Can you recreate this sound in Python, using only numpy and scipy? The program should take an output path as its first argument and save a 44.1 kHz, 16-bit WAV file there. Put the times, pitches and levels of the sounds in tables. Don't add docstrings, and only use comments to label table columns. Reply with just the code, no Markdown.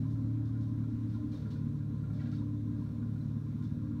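import sys
import numpy as np
from scipy import signal
from scipy.fft import rfft, irfft, next_fast_len
from scipy.io import wavfile
from scipy.ndimage import uniform_filter1d, map_coordinates

SR = 44100
rng = np.random.default_rng(int(sys.argv[2]) if len(sys.argv) > 2 else 0)


def unload_wav(signal):
    wavfile.write(
        sys.argv[1],
        SR,
        np.round(np.clip(np.atleast_2d(signal).T, -1, 1) * 32767).astype(np.int16),
    )


N = 176400
TIME_S = np.arange(N) / SR
CYLINDERS, BLADES, PULLEY_RATIO = 6, 4, 7.17


def amp(db):
    return 10 ** (np.asarray(db) / 20)


def unit(x):
    return x / np.sqrt(np.mean(x ** 2) + 1e-20)


def curve(points):
    return np.interp(TIME_S, *np.transpose(points))


def wobble(rate_hz):
    coarse_s = TIME_S[::64]
    spline = map_coordinates(rng.standard_normal(400), [coarse_s * rate_hz], mode="mirror")
    return np.interp(TIME_S, coarse_s, spline)


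def filtered(x, response):
    size = next_fast_len(N + SR // 2)
    return irfft(rfft(x, size) * response(np.fft.rfftfreq(size, 1 / SR)), size)[:N]


def coloured(x, spectrum):
    points_hz, db = np.transpose(spectrum)
    return unit(filtered(x, lambda hz: amp(np.interp(np.log(hz + 1), np.log(points_hz), db))))


def resonated(x, modes):
    def response(hz):
        return sum((-1) ** k * amp(db) * 1j * hz * width_hz / (centre_hz**2 - hz**2 + 1j * hz * width_hz)
                   for k, (centre_hz, width_hz, db) in enumerate(modes))
    return unit(filtered(x, response))


def tone(turns, rms_db):
    return np.sqrt(2) * amp(rms_db) * np.sin(2 * np.pi * (turns + rng.random()))


def swell(start_s, attack_s, hold_s, decay_s):
    age_s = TIME_S - start_s
    return np.clip(age_s / attack_s, 0, 1) * np.exp(-np.maximum(age_s - hold_s, 0) / decay_s)


def street(x, t60_s=0.56, echo_db=-7):
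    t = np.arange(SR // 2) / SR
    tail = rng.standard_normal(len(t)) * np.exp(-np.log(1000) * t / t60_s)
    return x + amp(echo_db) * signal.fftconvolve(x, tail / np.linalg.norm(tail))[:N]


def truck(pitch_hz=237.2):
    # (time [s], level [dB])
    hum_db = [(0, -46.5), (.55, -56.5), (.7, -46), (1.4, -51.5), (1.65, -42.5), (1.9, -60.5), (2.1, -58.5),
              (2.28, -40.5), (2.5, -46), (3.05, -42), (3.35, -48.5), (3.9, -44)]
    return tone(pitch_hz * TIME_S, curve(hum_db))


def whines(drift_turns=0.14, waver_db=1.5, flutter_db=3.5):
    # (frequency [Hz], level [dB])
    partials = [(412, -72.5), (523, -74.5), (602, -79), (1031, -83)]
    return sum(tone(hz * TIME_S + drift_turns * wobble(14),
                    db + waver_db * wobble(4.6) + flutter_db * wobble(30)) for hz, db in partials)


def whistle(level_db=-85.5):
    # (centre [Hz], width [Hz], gain [dB])
    bands = [(3584, 6.4, 0.5), (3870, 53, -7.5)]
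    return amp(level_db) * resonated(rng.standard_normal(N), bands)


def air(level_db=-64.5, patch_db=0.97, waver_db=0.63):
    # (frequency [Hz], gain [dB])
    spectrum = [(100, -7.5), (350, 2.5), (520, -2.5), (660, -8.5), (1300, -12.5), (2000, -14.5),
                (2900, -21), (3400, -19), (3950, -17.5), (4500, -20.5), (4900, -24), (5600, -21.5),
                (7500, -28.5), (9300, -28), (10100, -31), (10500, -35), (11100, -30.5), (15600, -33)]
    noise_stft = signal.stft(rng.standard_normal(N), nperseg=512)[2]
    patches = uniform_filter1d(rng.standard_normal(noise_stft.shape), size=6, axis=0)
    patches = unit(uniform_filter1d(patches, size=14, axis=1))
    rush = signal.istft(noise_stft * amp(patch_db * patches), nperseg=512)[1][:N]
    return amp(level_db + waver_db * wobble(5.9)) * coloured(rush, spectrum)


def hose():
    # (time [s], level [dB])
    roar_db = [(0, -86), (1.15, -79.5), (1.4, -58.5), (1.7, -66), (2.4, -68), (3.1, -67.5), (3.5, -78)]
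    # (centre [Hz], width [Hz], gain [dB])
    modes = [(415, 17, 4.5), (440, 30, 2.5), (477, 11, 2), (530, 26, -4.5)]
    return amp(curve(roar_db)) * resonated(rng.standard_normal(N), modes)


def housing():
    # (time [s], level [dB])
    ring_db = [(0, -67), (.85, -71.5), (1.1, -76), (1.4, -67), (1.8, -80.5), (2.25, -62.5), (2.5, -83),
               (3.1, -67.5), (3.5, -86)]
    # (centre [Hz], width [Hz], gain [dB])
    modes = [(594, 18, 5), (626.6, 47, -2), (778, 37, -5)]
    return amp(curve(ring_db)) * resonated(rng.standard_normal(N), modes)


def cover():
    # (centre [Hz], width [Hz], gain [dB])
    modes = [(964, 40, -2.5), (1027, 40, -0.5), (1136, 43, -12)]
    # (time [s], level [dB])
    rattles = [(0.04, -66), (.69, -66.5), (1.15, -65), (1.458, -67), (1.505, -65), (2.41, -63.5),
               (2.798, -63), (2.975, -68), (3.319, -70), (3.434, -66.5), (3.575, -66.5), (3.96, -63)]
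    envelope = sum(amp(db) * swell(start_s, attack_s=0.0043, hold_s=0.024, decay_s=0.013)
                   for start_s, db in rattles)
    return envelope * resonated(rng.standard_normal(N), modes)


def grit(chatter_turns=0.09):
    # (time [s], pitch [Hz], hold [s], level [dB])
    skids = [(1.318, 4150, 0.035, -73), (1.346, 3680, 0.023, -68), (1.517, 3980, 0.027, -75),
             (2.345, 4520, 0.015, -70), (2.38, 3750, 0.016, -68), (3.207, 4020, .009, -69),
             (3.645, 3480, 0.015, -72.5)]
    return sum(swell(start_s, attack_s=0.0063, hold_s=hold_s, decay_s=0.005)
               * tone(hz * TIME_S + chatter_turns * wobble(300), db) for start_s, hz, hold_s, db in skids)


def knock(start_s, pitch_hz, level_db, scatter_db=1.1, detune=0.008):
    # (frequency / pitch [ratio], gain [dB])
    modes = [(1, -3), (1.09, -16.5), (1.22, -15.5), (1.68, -17)]
    t = TIME_S[:SR // 8]
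    ring = np.zeros(len(t))
    for ratio, db in modes:
        gain = amp(db + scatter_db * rng.standard_normal())
        mode_hz = pitch_hz * ratio * (1 + detune * rng.standard_normal())
        ring += gain * tone(mode_hz * t, level_db)
    ring *= swell(0, attack_s=0.0057, hold_s=0.011, decay_s=0.011)[:len(t)]
    return np.pad(ring, (round(start_s * SR), N))[:N]


def debris(bit_count=16, bit_hz=1386, bit_db=-70):
    # (time [s], pitch [Hz], level [dB])
    twigs = [(.152, 1366, -64), (.555, 1397, -64.5), (0.834, 1376, -65), (1.138, 1402, -63),
             (1.322, 2360, -69.5), (1.449, 1380, -62.5), (1.552, 1450, -59.5), (2.033, 1400, -62),
             (2.097, 1370, -60.5), (2.187, 2210, -66), (2.194, 1936, -62.5), (2.211, 1370, -58.5),
             (2.252, 1625, -61), (2.272, 1436, -61), (2.323, 1364, -58.5), (2.903, 1410, -69),
             (3.018, 1440, -62.5), (3.153, 1426, -65.5), (3.617, 1405, -69)]
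    bits = [(start_s, bit_hz, bit_db) for start_s in rng.random(bit_count) * N / SR]
    return sum(knock(*strike) for strike in twigs + bits)


def leaves(cracks_per_s=4400, scatter_db=1, pipe_share=0.16):
    # (time [s], hold [s], level [dB], treble tilt [dB/octave])
    clumps = [(0.101, 0.028, -76, 7), (0.449, 0.016, -72.5, -2), (0.602, 0.033, -73.5, 1),
              (1.096, 0.055, -71.5, -3), (1.313, 0.065, -69, 2.5), (1.398, 0.066, -75, -5),
              (1.502, 0.022, -66, 1), (2.128, .05, -72, -0.5), (2.196, 0.081, -68.5, -4.5),
              (2.312, 0.058, -69.5, .5), (3.621, 0.025, -70, 2)]
    # (frequency [Hz], gain [dB])
    spectrum = [(500, -25.5), (1500, 3.5), (2300, -5), (3000, -4), (3600, 1), (4300, -2), (4900, -3),
                (5700, -1.5), (7000, -12.5), (9000, -16.5), (11000, -27)]
    # (centre [Hz], width [Hz], gain [dB])
    modes = [(3670, 63, 4.5), (4080, 57, 10), (4470, 97, 1.5), (5730, 120, 1)]
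    cracks = (rng.random(N) < cracks_per_s / SR) * rng.choice([-1, 1], N)
    cracks = cracks * amp(scatter_db * rng.standard_normal(N))
    rasp = np.sqrt(1 - pipe_share) * coloured(cracks, spectrum)
    rasp += np.sqrt(pipe_share) * resonated(cracks, modes)
    sound = np.zeros(N)
    for start_s, hold_s, db, tilt_db in clumps:
        tilted = unit(filtered(rasp, lambda hz: amp(tilt_db * np.log2(hz + 500))))
        sound += amp(db) * swell(start_s, attack_s=0.005, hold_s=hold_s, decay_s=0.039) * tilted
    return sound


def firings(shaft_turns, strengths):
    onsets = np.flatnonzero(np.diff(np.floor(shaft_turns * CYLINDERS / 2)) > 0)
    pulses = np.zeros(N)
    pulses[onsets] = strengths[:len(onsets)]
    return pulses


def clatter(shaft_turns, level_db=-70.5, decay_s=0.0078, scatter_db=3.5, waver_db=0.76):
    # (centre [Hz], width [Hz], gain [dB])
    modes = [(787, 23, -9.5), (961, 35, -1), (1032, 30, 3), (1158, 90, -3.5), (1375, 82, -4.5),
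             (1446, 44, -3.5), (1620, 50, -6.5)]
    pulses = firings(shaft_turns, amp(scatter_db * rng.standard_normal(N)))
    envelope = signal.lfilter([1], [1, -np.exp(-1 / (decay_s * SR))], pulses)
    return amp(level_db + waver_db * wobble(12)) * resonated(envelope * rng.standard_normal(N), modes)


def exhaust(shaft_turns, level_db=-43, pulse_share=0.49):
    # (frequency [Hz], gain [dB])
    spectrum = [(31, -30), (40, -6.5), (52, -7.5), (72, -6), (95, -0.5), (128, -4), (165, 0.5), (200, -2),
                (235, 2.5), (280, -5), (315, -9.5), (350, -19), (450, -30.5), (700, -46.5), (1500, -69)]
    pulses = unit(firings(shaft_turns, rng.standard_normal(N)))
    gas = np.sqrt(pulse_share) * pulses + np.sqrt(1 - pulse_share) * rng.standard_normal(N)
    return amp(level_db) * coloured(gas, spectrum)


def drone(shaft_turns, flutter_db=2, waver_db=1.5):
    # (time [s], level [dB])
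    firing_db = [(0, -37), (.3, -33.5), (.85, -36.5), (.97, -39), (1.08, -35.5), (1.3, -42), (1.47, -41.5),
                 (1.6, -40), (2.45, -38.5), (2.6, -36), (2.92, -42), (3.08, -37.5), (3.55, -42), (4, -40.5)]
    # (time [s], level [dB])
    pulley_db = [(.5, -43), (1.2, -51.5), (1.6, -58), (4, -54.5)]
    # (time [s], level [dB])
    blade_db = [(0, -35.5), (.25, -47.5), (.52, -47.5), (.85, -43), (1.05, -65), (1.28, -49), (1.45, -43),
                (1.68, -38.5), (1.9, -41), (2.35, -40.5), (2.7, -49), (3.25, -39.5), (4, -44.5)]
    # (time [s], level [dB])
    octave_db = [(0, -58), (.3, -45.5), (.7, -49.5), (1, -50), (1.25, -41.5), (1.52, -59.5), (1.7, -46),
                 (2, -57), (2.4, -43), (2.8, -45), (3.15, -53.5), (3.55, -54.5), (3.95, -45.5)]
    # (frequency / shaft speed [ratio], level [dB])
    orders = [(2, -52.5), (2.5, -54.5), (5, -60), (5.5, -53), (6, -53), (12, -72), (13, -79), (16.5, -80.5)]
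    firing = tone(shaft_turns * CYLINDERS / 2, curve(firing_db))
    pulley = tone(shaft_turns * PULLEY_RATIO, curve(pulley_db))
    blade = tone(shaft_turns * BLADES, curve(blade_db))
    octave = tone(2 * shaft_turns * BLADES, curve(octave_db) + flutter_db * wobble(20))
    weak_tones = sum(tone(order * shaft_turns, db - waver_db * wobble(4.4)) for order, db in orders)
    return firing + pulley + blade + octave + weak_tones


def scene(jitter_turns=0.002):
    # (time [s], speed [turns/s])
    speed = [(0, 37.4), (.4, 37.65), (1, 37.35), (1.35, 37.1), (1.5, 36.45), (2.4, 36.45), (3.3, 36.65),
             (4, 36.95)]
    shaft_turns = np.cumsum(curve(speed)) / SR + jitter_turns * wobble(14)
    machines = drone(shaft_turns) + exhaust(shaft_turns) + whines() + truck()
    airflow = air() + whistle() + hose() + housing()
    mix = machines + airflow + grit() + street(clatter(shaft_turns) + cover() + leaves() + debris())
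    return mix[None]


def record(dry, fade_s=0.004, cutoff_hz=15700):
    edge_s = np.minimum(TIME_S, TIME_S[::-1])
    fade = np.sin(np.pi / 2 * np.minimum(edge_s / fade_s, 1)) ** 2
    return filtered(dry[0] * fade, lambda hz: hz < cutoff_hz)[None]


dry = scene()
out = record(dry)
unload_wav(out)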